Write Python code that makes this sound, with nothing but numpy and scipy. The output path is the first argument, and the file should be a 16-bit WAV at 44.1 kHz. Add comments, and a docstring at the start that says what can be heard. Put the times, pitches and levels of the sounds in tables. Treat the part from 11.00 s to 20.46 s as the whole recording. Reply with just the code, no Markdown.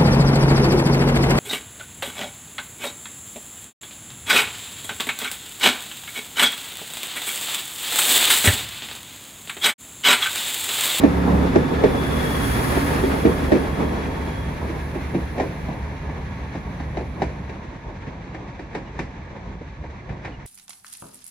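"""Diesel train leaving a platform

Heard from past the platform end, rails some 5 m off: a diesel multiple unit pulls out into the distance.
Two underfloor six-cylinder engines, sums of tones on the firing rate, drone and beat, then drop in level at idle.
Filtered noise makes the roar of wheels and rails, and a hiss that sweeps by with a thin whistle.
Axle after axle clunks over joints, as decaying modes and noise bursts; a fence throws the blows back."""
import sys
import numpy as np
from scipy import signal
from scipy.fft import rfft, irfft, next_fast_len
from scipy.io import wavfile
from scipy.ndimage import map_coordinates

SR = 44100
rng = np.random.default_rng(int(sys.argv[2]) if len(sys.argv) > 2 else 0)


def put_to_file(sound):
    """Save the sound as 16-bit audio at rate SR, in the file named by the first command-line argument."""
    columns = np.atleast_2d(sound).T  # one column per channel
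    safe = np.clip(columns, -1, 1)
    whole_steps = np.round(safe * 32767)
    wavfile.write(sys.argv[1], SR, whole_steps.astype(np.int16))


N = 417186
TIME = np.arange(N) / SR

# The train gathers speed until the engines drop to idle, then coasts.
START_M_S, ACCEL_M_S2, POWER_OFF_S, WIND_DOWN_S = 9.3, 0.41, 6.41, 0.21
# When the last wheels pass the microphone, and its distance from the rails.
TAIL_PASSES_S, TRACK_M = 2.164, 5.44
# Width of the sound, cars alongside and far down the line: pitch_hz, side_over_mid_db
NEAR_WIDTH = [(60, -18), (130, -11), (260, -9.5), (400, -3.5), (650, -1.5), (1700, 2.5), (2400, -3.5),
              (3100, -3), (4200, -5.5), (8000, 1.5), (15000, -5)]
FAR_WIDTH = [(60, -22), (170, -21), (380, -8.5), (600, -6), (950, -7.5), (1350, 2.5), (2300, -7), (3100, 3),
             (4000, -5.5), (5200, -0.5), (15000, 10.5)]

# Faint far-off squeaks: start_s, length_s, start_hz, end_hz, level_db
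SQUEAKS = [(7.853, .05, 2900, 2860, -54), (9.318, .02, 2980, 2940, -51), (9.333, .03, 2860, 2830, -51)]
# Spectrum of the body rumble: pitch_hz, level_db
RUMBLE_COLOUR = [(18, -50), (30, -13), (45, 0), (58, -1.5), (85, -2.5), (125, -2.5), (190, -10), (300, -35),
                 (1500, -90)]
# Running noise: level with the cars alongside, loss per doubling of the distance.
RUMBLE_DB, RUMBLE_FALL_DB = -31.5, 1.7
ROAR_DB, ROAR_FALL_DB = -24.5, 4.7
RAIL_DB, RAIL_FALL_DB = -34, 4
SING_DB, SING_FALL_DB, SING_WANDER = -40, 3.7, .005  # the last is the share by which its pitch wanders
# Drumming floor panels: pitch, width of each of two filter passes, level alongside, loss per doubling.
PANEL_HZ, PANEL_WIDTH_HZ, PANEL_DB, PANEL_FALL_DB = 275, 24, -30.5, 8
# Wheels singing: pitch_hz, width_hz, level_db
SINGING_MODES = [(908, 7, -3), (1105, 16, -9), (1690, 40, -13)]
# Spectra of the wheel roar, alongside and far off: pitch_hz, level_db
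ROAR_NEAR_COLOUR = [(90, -19), (170, -2.5), (240, -1), (280, -3), (332, -5.5), (385, -2.5), (470, -4.5),
                    (540, -8), (620, -10), (930, -12.5), (1300, -17.5), (2200, -52.5)]
ROAR_FAR_COLOUR = [(90, -25), (170, 3.5), (250, -1.5), (350, -3.5), (550, -6.5), (720, -8), (980, -7.5),
                   (1250, -14.5), (2200, -73)]
# Brief swells of the roar, a passing engine exhaust, then rough rail: centre_s, half_length_s, swell_db
ROAR_SWELLS = [(0.362, 0.051, 3), (2.842, 0.074, 4.5), (6.183, 0.035, 9)]
# Spectra of the ringing rails, alongside and far off: pitch_hz, level_db
RAIL_NEAR_COLOUR = [(600, -3), (1100, 0.5), (1400, -0.5), (1700, 2), (2400, -5.5), (3000, -12.5),
                    (3700, -13.5), (5000, -18.5), (6000, -21), (8000, -26.5), (15000, -92)]
RAIL_FAR_COLOUR = [(700, -13), (1350, -2), (1750, 1.5), (2350, -2), (3000, -11.5), (4000, -13),
                   (5100, -21.5), (6000, -17.5), (8500, -32.5), (15000, -81)]
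# Clatter of the rear engine bay: when it passes, level and distance then, loss per doubling, change at idle.
BAY_PASSES_S = 1.65
CLATTER_DB, CLATTER_M, CLATTER_FALL_DB, CLATTER_IDLE_DB = -27.5, 4.45, 7.5, -14
# Spectrum of the hiss: pitch_hz, level_db
HISS_COLOUR = [(2500, -21), (4500, 2.5), (5300, -0.5), (7000, -3.5), (9500, 3.5), (10100, 8), (10800, 2),
               (12100, -5.5), (14300, 3), (15500, -0.5)]
# Treble level of the hiss, peaking as the rear engine passes: time_s, level_db
HISS_TREBLE = [(0.0, -53.5), (0.76, -55), (1.16, -45), (1.47, -39), (1.71, -39), (2.18, -46.5), (2.97, -57),
               (4.45, -60.5), (5.06, -70), (6.22, -70.5), (6.72, -81), (7.45, -90), (9.46, -94)]
HISS_OVER_TREBLE_DB = 4  # the whole hiss over its treble
PORT_LAG_S = .00029  # later arrival at the left microphone port

# A slower machine under the floor, perhaps a compressor: multiple_of_stroke_rate, level_db
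PUMP_TONES = [(1, 3.5), (2, 3.5), (3.5, -2), (4.5, -15)]
# Exhaust notes of the two engines: multiple_of_firing_rate, level_db
FRONT_TONES = [(1, -4), (1.5, -12), (2, -10.5), (2.5, -8), (3, -18), (3.5, -11), (4, -20), (5.5, -18)]
REAR_TONES = [(5 / 6, -6), (0.99, 0), (1.3, -13), (2, -2), (2.5, -19), (3.5, -11.5)]

# Wheels striking joints, mostly two to a bogie:
# start_s, rise_s, thud_hz, thud_db, clang_hz, clang_db, crack_db
WHEEL_BLOWS = [(0.034, 0.0028, 285, -7, 659, -18.5, -29), (0.556, 0.0014, 356, -9, 667, -17.5, -28),
               (0.836, 0.0022, 412, -9.5, 694, -19, -28.5), (1.765, .003, 373, -19.5, 715, -26, -50),
               (2.035, 0.0023, 390, -16.5, 704, -37, -39), (2.25, 0.0026, 325, -10, 634, -23, -31),
               (2.518, 0.0015, 313, -11.5, 605, -15.5, -27), (2.549, 0.0043, 316, -17, 580, -30, -38),
               (3.692, .004, 305, -27, 683, -39, -48), (3.952, .004, 360, -26.5, 675, -36, -53),
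               (4.141, 0.0063, 345, -19, 777, -32, -41), (4.379, 0.00088, 485, -27, 694, -34, -39),
               (4.398, 0.0019, 380, -22, 847, -22, -32.5), (4.424, 0.0018, 394, -30, 647, -41, -55),
               (4.68, 0.0046, 242, -28.5, 806, -35, -46), (5.087, 0.0055, 298, -43, 942, -38, -45),
               (5.55, .0015, 290, -31.5, 840, -35.5, -44), (5.797, 0.0043, 268, -30, 852, -36, -41.5),
               (5.969, 0.0022, 430, -27.5, 696, -27, -38.5), (6.004, 0.005, 377, -32, 690, -46, -52),
               (6.218, 0.0014, 374, -23, 808, -21, -31.5), (6.492, .003, 397, -38.5, 730, -38.5, -41.5),
               (6.895, 0.0044, 367, -38.5, 760, -42, -53), (7.062, .006, 244, -33.5, 810, -47, -44),
               (7.342, 0.0053, 320, -36.5, 815, -40, -40.5), (7.591, .004, 396, -34.5, 790, -40, -42),
               (7.747, 0.0037, 430, -29, 804, -32, -34), (7.989, 0.0023, 378, -27.5, 930, -31.5, -31.5),
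               (8.358, .006, 480, -43, 870, -44, -48), (8.607, 0.003, 456, -36.5, 810, -48, -62),
               (8.836, .004, 496, -40.5, 740, -40, -51), (9.087, 0.0067, 99, -33, 690, -39.5, -43),
               (9.245, 0.0066, 398, -42, 855, -37.5, -36), (9.272, 0.0047, 405, -41, 770, -42, -59)]
# Struck bogie: pitch_hz, level_db, t60_s
BOGIE_RING = [(213.5, 7, 0.14), (273, 3, 0.24), (336, -4, 0.091), (377.3, 1, 0.22), (419, 2, 0.14),
              (473.3, 6.5, 0.13), (656, -0.5, 0.17), (873, 14, 0.058)]
# Struck rail end: multiple_of_clang_pitch, level_db, t60_s
RAIL_RING = [(.8, 5, 0.04), (.92, 8.5, 0.047), (1.001, 5.5, 0.058), (1.1, 1, 0.049), (1.221, -8.5, 0.19)]
# Struck wheel rim: pitch_hz, level_db, t60_s
RIM_RING = [(1654, 3.5, 0.07), (1804, 3.5, 0.098), (2303, -3, 0.071), (3814, -3.5, .05), (5900, -11, .04)]
# Noise spectra of a struck rail end, its clang and its crack: pitch_hz, level_db
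CLANG_COLOUR = [(150, -50), (350, -4), (540, 5.5), (770, -1), (960, -3.5), (1200, -21), (2000, -52),
                (6000, -82)]
CRACK_COLOUR = [(200, -40), (1250, 15), (1800, 17.5), (2400, 15.5), (3100, 5), (4300, 2), (6000, 0),
                (10000, -14), (15000, -39)]
# How the tones of thud, clang and crack reach the microphone, one row each; negative: the right leads or is louder
# left_lead_near_rad, left_over_right_near_db, left_lead_far_rad, left_over_right_far_db
PORT_ARRIVALS = [(1, -2, 0.27, -1.5), (-1.6, -3.5, 0.48, 2), (-2.7, 8, 0.59, 7)]
# Time for which the wheel bounces on the rail, and decay time of the main crack of the steel.
BOUNCE_S, CRACK_S = 0.014, 0.017
# The slower the wheel drops into a joint, the duller its crack: loss at 8 kHz per second of rise.
SOFT_JOINT_DB_PER_S = 1100
FAR_LINGER = .5  # share by which the shaking after a blow lasts longer far down the line
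TOP_HZ = 15500  # upper limit of the recorder


def undb(db):
    """Decibels to gain."""
    return 10 ** (np.asarray(db) / 20)


def unit(x):
    """Scale to rms 1."""
    return x / np.sqrt(np.mean(x ** 2))


def colour(x, points):
    """Filter by a curve of (Hz, dB) points."""
    hz, db = np.transpose(points)
    size = next_fast_len(x.shape[-1], True)
    f = np.maximum(np.fft.rfftfreq(size, 1 / SR), 1)
    gain = undb(np.interp(np.log(f), np.log(hz), db))
    return irfft(rfft(x, size) * gain, size)[..., :x.shape[-1]]


def resonance(x, hz, width_hz):
    """Two-pole band-pass, gain 1 at the centre."""
    return signal.lfilter(*signal.iirpeak(hz, hz / width_hz, fs=SR), x)


def walk(rate):
    """Smooth random wander of spread about 1 that changes about rate times a second."""
    steps, coarse = rng.standard_normal(4096), TIME[::32]
    return np.interp(TIME, coarse, map_coordinates(steps, [coarse * rate], order=2, mode="wrap"))


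def air(width):
    """Stereo noise, flat in total power, its side and mid shares set by a width table."""
    mid, side = rng.standard_normal((2, N))
    share = [(hz, 10 * np.log10(1 / (1 + undb(db) ** 2)), db) for hz, db in width]
    mid = colour(mid, [(hz, norm) for hz, norm, db in share])
    side = colour(side, [(hz, norm + db) for hz, norm, db in share])
    return np.array([mid + side, mid - side])


def ports(x, radians, left_db=0):
    """Share a sound between two microphone ports, the left ahead in phase and louder by left_db."""
    half = np.array([[.5], [-.5]])
    return np.real(signal.hilbert(x) * np.exp(1j * radians * half)) * undb(left_db * half)


def receding(near_points, far_points):
    """Noise whose colour and width pass from those of a train alongside to those of one far down the line."""
    far = np.clip((TIME - 2.3) / 2.18, 0, 1)
    close = unit(colour(air(NEAR_WIDTH), near_points))
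    distant = unit(colour(air(FAR_WIDTH), far_points))
    return np.sqrt(1 - far) * close + np.sqrt(far) * ports(distant, 0.12)


def speed(s):
    """Speed of the train in m/s: a steady gain under power, then constant."""
    return START_M_S + ACCEL_M_S2 * np.minimum(s, POWER_OFF_S)


def along(passes_s):
    """Metres travelled since a part of the train passed the microphone; negative before."""
    track = np.cumsum(speed(TIME)) / SR
    return track - np.interp(passes_s, TIME, track)


def doublings(metres, closest_m):
    """How many times the distance exceeds the closest one, in doublings."""
    return np.log2(np.hypot(1, metres / closest_m))


def tail_doublings():
    """Doublings of the distance to the last wheels, held at 0 until they pass."""
    return doublings(np.maximum(along(TAIL_PASSES_S), 0), TRACK_M)


def bent(hz, metres, closest_m, bend):
    """Pitch that is high by up to the share bend on the approach and as much lower going away."""
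    return hz * (1 - bend * metres / np.hypot(metres, closest_m))


def idling():
    """0 under power, 1 at idle."""
    return np.clip((TIME - POWER_OFF_S) / WIND_DOWN_S, 0, 1)


def chirps():
    """Short broken squeaks far off, a wheel flange or a bird: gliding sines with a wavering pitch."""
    out, waver = np.zeros(N), 1 + 0.0086 * walk(150)
    for s, length, start_hz, end_hz, db in SQUEAKS:
        u = np.clip((TIME - s) / length, 0, 1)
        hz = (start_hz + (end_hz - start_hz) * np.sqrt(u)) * waver
        out += undb(db) * np.sin(np.pi * u) * np.sin(2 * np.pi * np.cumsum(hz) / SR)
    return out * undb(2.5 * walk(120))


def rattles():
    """Small irregular knocks of loose running gear: noise bursts through the last 60 % of the scene."""
    count = 90
    when, size = rng.random((count, 2)).T
    knocks = np.zeros(N)
    knocks[((1 - .6 * when) * (N - 1)).astype(int)] = undb(-10 * size)
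    t = TIME[:SR // 5]
    envelope = signal.fftconvolve(knocks, (1 - np.exp(-t / 0.0029)) * np.exp(-t / 0.015))[:N]
    gear = [(60, -27), (400, -22), (900, 3.0), (1300, 3.5), (2200, 9.5), (3200, -19.0), (6000, -48), (12000, -57)]
    return unit(colour(air(FAR_WIDTH), gear)) * envelope * undb(-43.5)


def body_rumble(away):
    """The car bodies rumble: low noise of unsteady level that carries far."""
    level_db = RUMBLE_DB - RUMBLE_FALL_DB * away + walk(12) + walk(25)
    return unit(colour(air(FAR_WIDTH), RUMBLE_COLOUR)) * undb(level_db)


def panel_drumming(away):
    """The floor panels drum at one low pitch while the cars are near: noise through a doubled resonance."""
    once = resonance(air(NEAR_WIDTH), PANEL_HZ, PANEL_WIDTH_HZ)
    drumming = unit(resonance(once, PANEL_HZ, PANEL_WIDTH_HZ))
    return drumming * undb(PANEL_DB - PANEL_FALL_DB * away)


def wheel_singing(away):
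    """Rubbing noise excites the wheels' own resonances, which waver in level and pitch."""
    rub = air(FAR_WIDTH)
    singing = unit(sum(undb(db + 2 * walk(2.84)) * resonance(rub, hz, width)
                       for hz, width, db in SINGING_MODES))
    wander = TIME + SING_WANDER * np.cumsum(walk(4)) / SR
    singing = np.array([np.interp(wander, TIME, v) for v in singing])
    return singing * undb(SING_DB - SING_FALL_DB * away)


def wheel_roar(away, jolts):
    """Rough wheel treads roar on the rails, with brief swells."""
    swell_db = sum(db * np.exp(-((TIME - s) / half) ** 2) for s, half, db in ROAR_SWELLS)
    level_db = ROAR_DB - ROAR_FALL_DB * away + swell_db + 1.6 * walk(25) + jolts
    return receding(ROAR_NEAR_COLOUR, ROAR_FAR_COLOUR) * undb(level_db)


def rail_ring(away, jolts, pulse):
    """The rails ring and the engine bay clatters: upper noise pulsing at the firing rate."""
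    bay_away = doublings(along(BAY_PASSES_S), CLATTER_M)
    clatter = undb(CLATTER_DB - CLATTER_FALL_DB * bay_away + CLATTER_IDLE_DB * idling())
    steel = np.hypot(undb(RAIL_DB - RAIL_FALL_DB * away), clatter)
    return receding(RAIL_NEAR_COLOUR, RAIL_FAR_COLOUR) * pulse * steel * undb(1.16 * walk(45) + .5 * jolts)


def engine_hiss(pulse):
    """A treble hiss straight from the right, later at the left microphone port, plus scattered noise."""
    jet = rng.standard_normal(N)
    direct = np.array([np.roll(jet, round(PORT_LAG_S * SR)), jet])
    scattered = .35 * air(NEAR_WIDTH)
    level_db = np.interp(TIME, *np.transpose(HISS_TREBLE)) + HISS_OVER_TREBLE_DB
    return unit(colour(direct + scattered, HISS_COLOUR)) * pulse * undb(level_db + .5 * walk(20))


def running(firing):
    """Running gear together: shared jolts shake wheels and rails, the firing pulses rails and hiss."""
    away = tail_doublings()
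    jolts = walk(17)  # uneven track
    pulse = 1 + 0.019 * np.cos(firing)
    wheels = wheel_roar(away, jolts) + wheel_singing(away)
    upper = rail_ring(away, jolts, pulse) + engine_hiss(pulse)
    return body_rumble(away) + panel_drumming(away) + wheels + upper


def whistle(passes_s, hz, bend, closest_m, near_db, fall_db, rearward_db, stops_s):
    """A thin, breathy tone, probably a turbocharger, that drops in pitch going by and beams backwards."""
    metres = along(passes_s)
    phase = 2 * np.pi * np.cumsum(bent(hz, metres, closest_m, bend) * (1 + 0.00264 * walk(25))) / SR
    tone = np.array([unit(walk(130) * np.cos(phase) + walk(130) * np.sin(phase)) for _ in range(2)])
    beam_db = rearward_db * metres / np.hypot(metres, TRACK_M)
    db = near_db - fall_db * doublings(metres, closest_m) + beam_db
    # it swells briefly, then drops back well below
    swell_db = np.interp(TIME - stops_s, [-.3, -.05, .1], [0, 4, -9])
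    return tone * undb(db + swell_db + .5 * walk(12))


def whistles():
    """One whistle for each engine."""
    front = whistle(passes_s=.45, hz=3660, bend=.024, closest_m=4.5,
                    near_db=-54.5, fall_db=3, rearward_db=3, stops_s=1.2)
    rear = whistle(passes_s=1.22, hz=3378, bend=.014, closest_m=2.4,
                   near_db=-40, fall_db=5.4, rearward_db=3.8, stops_s=3.5)
    return front + rear


def engine(orders, passes_s, hz, bend, closest_m, near_db, carried_db, idle_db, waver_db, dulling_db):
    """Tones on the firing or stroke rate; uneven cylinder groups add half orders. Also gives its phase."""
    metres = along(passes_s)
    phase = 2 * np.pi * np.cumsum(bent(hz, metres, TRACK_M, bend) * (1 + 0.0015 * walk(8))) / SR
    out = 0
    for k, db in orders:
        # the overtones fade over the first 4 s as the car draws away
        gain = undb(db + waver_db * walk(5) - dulling_db * np.log2(k) * np.minimum(TIME, 4))
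        lag = np.array([[.06], [-.06]]) * k
        out = out + gain * np.sin(k * phase + rng.uniform(0, 2 * np.pi) + lag)
    # a brief swell as it goes by, over a drone that carries far along the line
    level = np.hypot(undb(near_db) / 2 ** doublings(metres, closest_m), undb(carried_db))
    return np.sqrt(2) * out * level * undb(idle_db * idling()), phase


def engines():
    """Two engines and the slower machine under the floor; also gives the rear engine's firing phase."""
    pump, _ = engine(PUMP_TONES, passes_s=1.55, hz=59.83, bend=.012, closest_m=1.3, near_db=-32.5,
                     carried_db=-47.5, idle_db=-6.5, waver_db=1.5, dulling_db=0.8)
    front, _ = engine(FRONT_TONES, passes_s=0.369, hz=70.8, bend=.019, closest_m=2.6, near_db=-21.0,
                      carried_db=-35.0, idle_db=-19, waver_db=3.0, dulling_db=0.7)
    rear, firing = engine(REAR_TONES, passes_s=2.003, hz=75.63, bend=0.00537, closest_m=12.7, near_db=-31.5,
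                          carried_db=-38.5, idle_db=-11.0, waver_db=1.0, dulling_db=0.73)
    return front + rear + pump, firing


def ringing(modes, t):
    """Decaying modes (Hz, dB, t60 s), scaled by their summed power, a little different on every blow."""
    chance = rng.standard_normal((len(modes), 2))
    ring = sum(undb(db - 60 * t / t60) * np.sin(2 * np.pi * hz * (1 + 0.019 * c[0]) * t + c[1])
               for (hz, db, t60), c in zip(modes, chance))
    return ring / np.sqrt(sum(undb(db) ** 2 for _, db, _ in modes))


def joints():
    """Each wheel strikes a rail end: the rim cracks, the rail clangs, the bogie thuds and loose gear shakes on."""
    out, size, lead = np.zeros((2, N + SR)), SR // 4, SR // 20
    blow = slice(lead, lead + int(.022 * SR))  # each part is levelled by its rms here
    t = (np.arange(size) - lead) / SR
    after, before = np.maximum(t, 0), np.minimum(t, 0)
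    approach = np.exp(before / 0.031 - after / 0.0061)  # noise that grows just ahead of the blow
    body = [(50, -32), (90, 1.5), (180, -3.5), (400, 2.0), (560, -5), (1100, -50), (6000, -80)]
    shudder, scrape, grit = (np.pad(receding(c, c), ((0, 0), (lead, SR - lead)), "wrap")
                             for c in (body, CLANG_COLOUR, CRACK_COLOUR))
    for s, rise_s, hz, thud_db, clang_hz, clang_db, crack_db in WHEEL_BLOWS:
        span = slice(int(s * SR), int(s * SR) + size)
        far = np.clip((s - 2.6) / .8, 0, 1)
        soft = 1 - np.exp(-(after / (rise_s + 0.0018)) ** 2)
        hard = 1 - np.exp(-(after / rise_s) ** 2)
        late = after / (1 + FAR_LINGER * far)
        # the wheel bounces for a few cycles and stops short
        held = soft / (1 + (after / (BOUNCE_S + rise_s)) ** 6)
        jitter = .00022 * np.sin(2 * np.pi * (60 * t + rng.random()))
        bounce = held * np.sin(2 * np.pi * hz * (t + jitter))
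        # the bogie rings on in the modes near the thud pitch
        near_modes = [(f, db - 10 * np.log2(f / hz) ** 2, t60) for f, db, t60 in BOGIE_RING]
        thud = bounce + 1.05 * soft * ringing(near_modes, late)
        clang = hard * ringing([(k * clang_hz, db, t60) for k, db, t60 in RAIL_RING], after)
        rim = hard * ringing(RIM_RING, after)
        crack = colour(grit[:, span], [(2400, 0), (8000, -SOFT_JOINT_DB_PER_S * rise_s)])
        crack_decay = .65 * np.exp(-after / CRACK_S) + .2 * np.exp(-late / .05)
        noises = [(.22 * soft * np.exp(-late / .045) + .12 * approach) * shudder[:, span],
                  (0.14 * hard * np.exp(-late / 0.033) + 0.057 * approach) * scrape[:, span],
                  (hard * crack_decay + .14 * approach) * crack]
        for tone, noise, db, (near_rad, near_db, far_rad, far_db) in zip(
                (thud, clang, rim), noises, (thud_db, clang_db, crack_db), PORT_ARRIVALS):
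            lead_rad = near_rad + far * (far_rad - near_rad)
            left_db = near_db + far * (far_db - near_db)
            part = ports(tone, lead_rad, left_db) + noise
            out[:, span] += undb(db) * part / np.sqrt(np.mean(part[:, blow] ** 2))
    return out[:, lead:lead + N]


def fence(x):
    """Two short reflections, thin in the bass, one to each side: 12 ms left, 29 ms right."""
    thin = colour(x, [(200, -12), (1500, -8), (8000, 10)])
    return np.array([np.interp(TIME - lag, TIME, v, left=0) for lag, v in zip((.012, .029), thin)])


def scene():
    """Engines, running gear and rail joints, heard from the platform."""
    power, firing = engines()
    blows = joints()
    train = rattles() + running(firing) + whistles() + power + blows + undb(-20.0) * fence(blows)
    # while the cars are alongside, their low body sound leans to the right and the ring of the steel to the left
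    right = colour(train, [(60, -46), (150, -18), (280, -19.0), (600, -90)])
    left = colour(train, [(400, -60), (1000, -19), (2000, -26), (4000, -18), (9000, -25)])
    lean = (right - left) * np.interp(TIME, [2.6, 3.4], [1, 0])
    balance = undb(np.array([[-.35], [.35]]))  # the right a little louder
    return train * balance + lean * np.array([[-1], [1]]) + chirps()


def record(dry):
    """The recorder rounds the loudest peaks and cuts the top."""
    rounded = dry / (1 + dry ** 4) ** (1 / 4)
    return signal.sosfilt(signal.ellip(8, .2, 70, TOP_HZ, fs=SR, output="sos"), rounded)


dry = scene()
out = record(dry)
put_to_file(out)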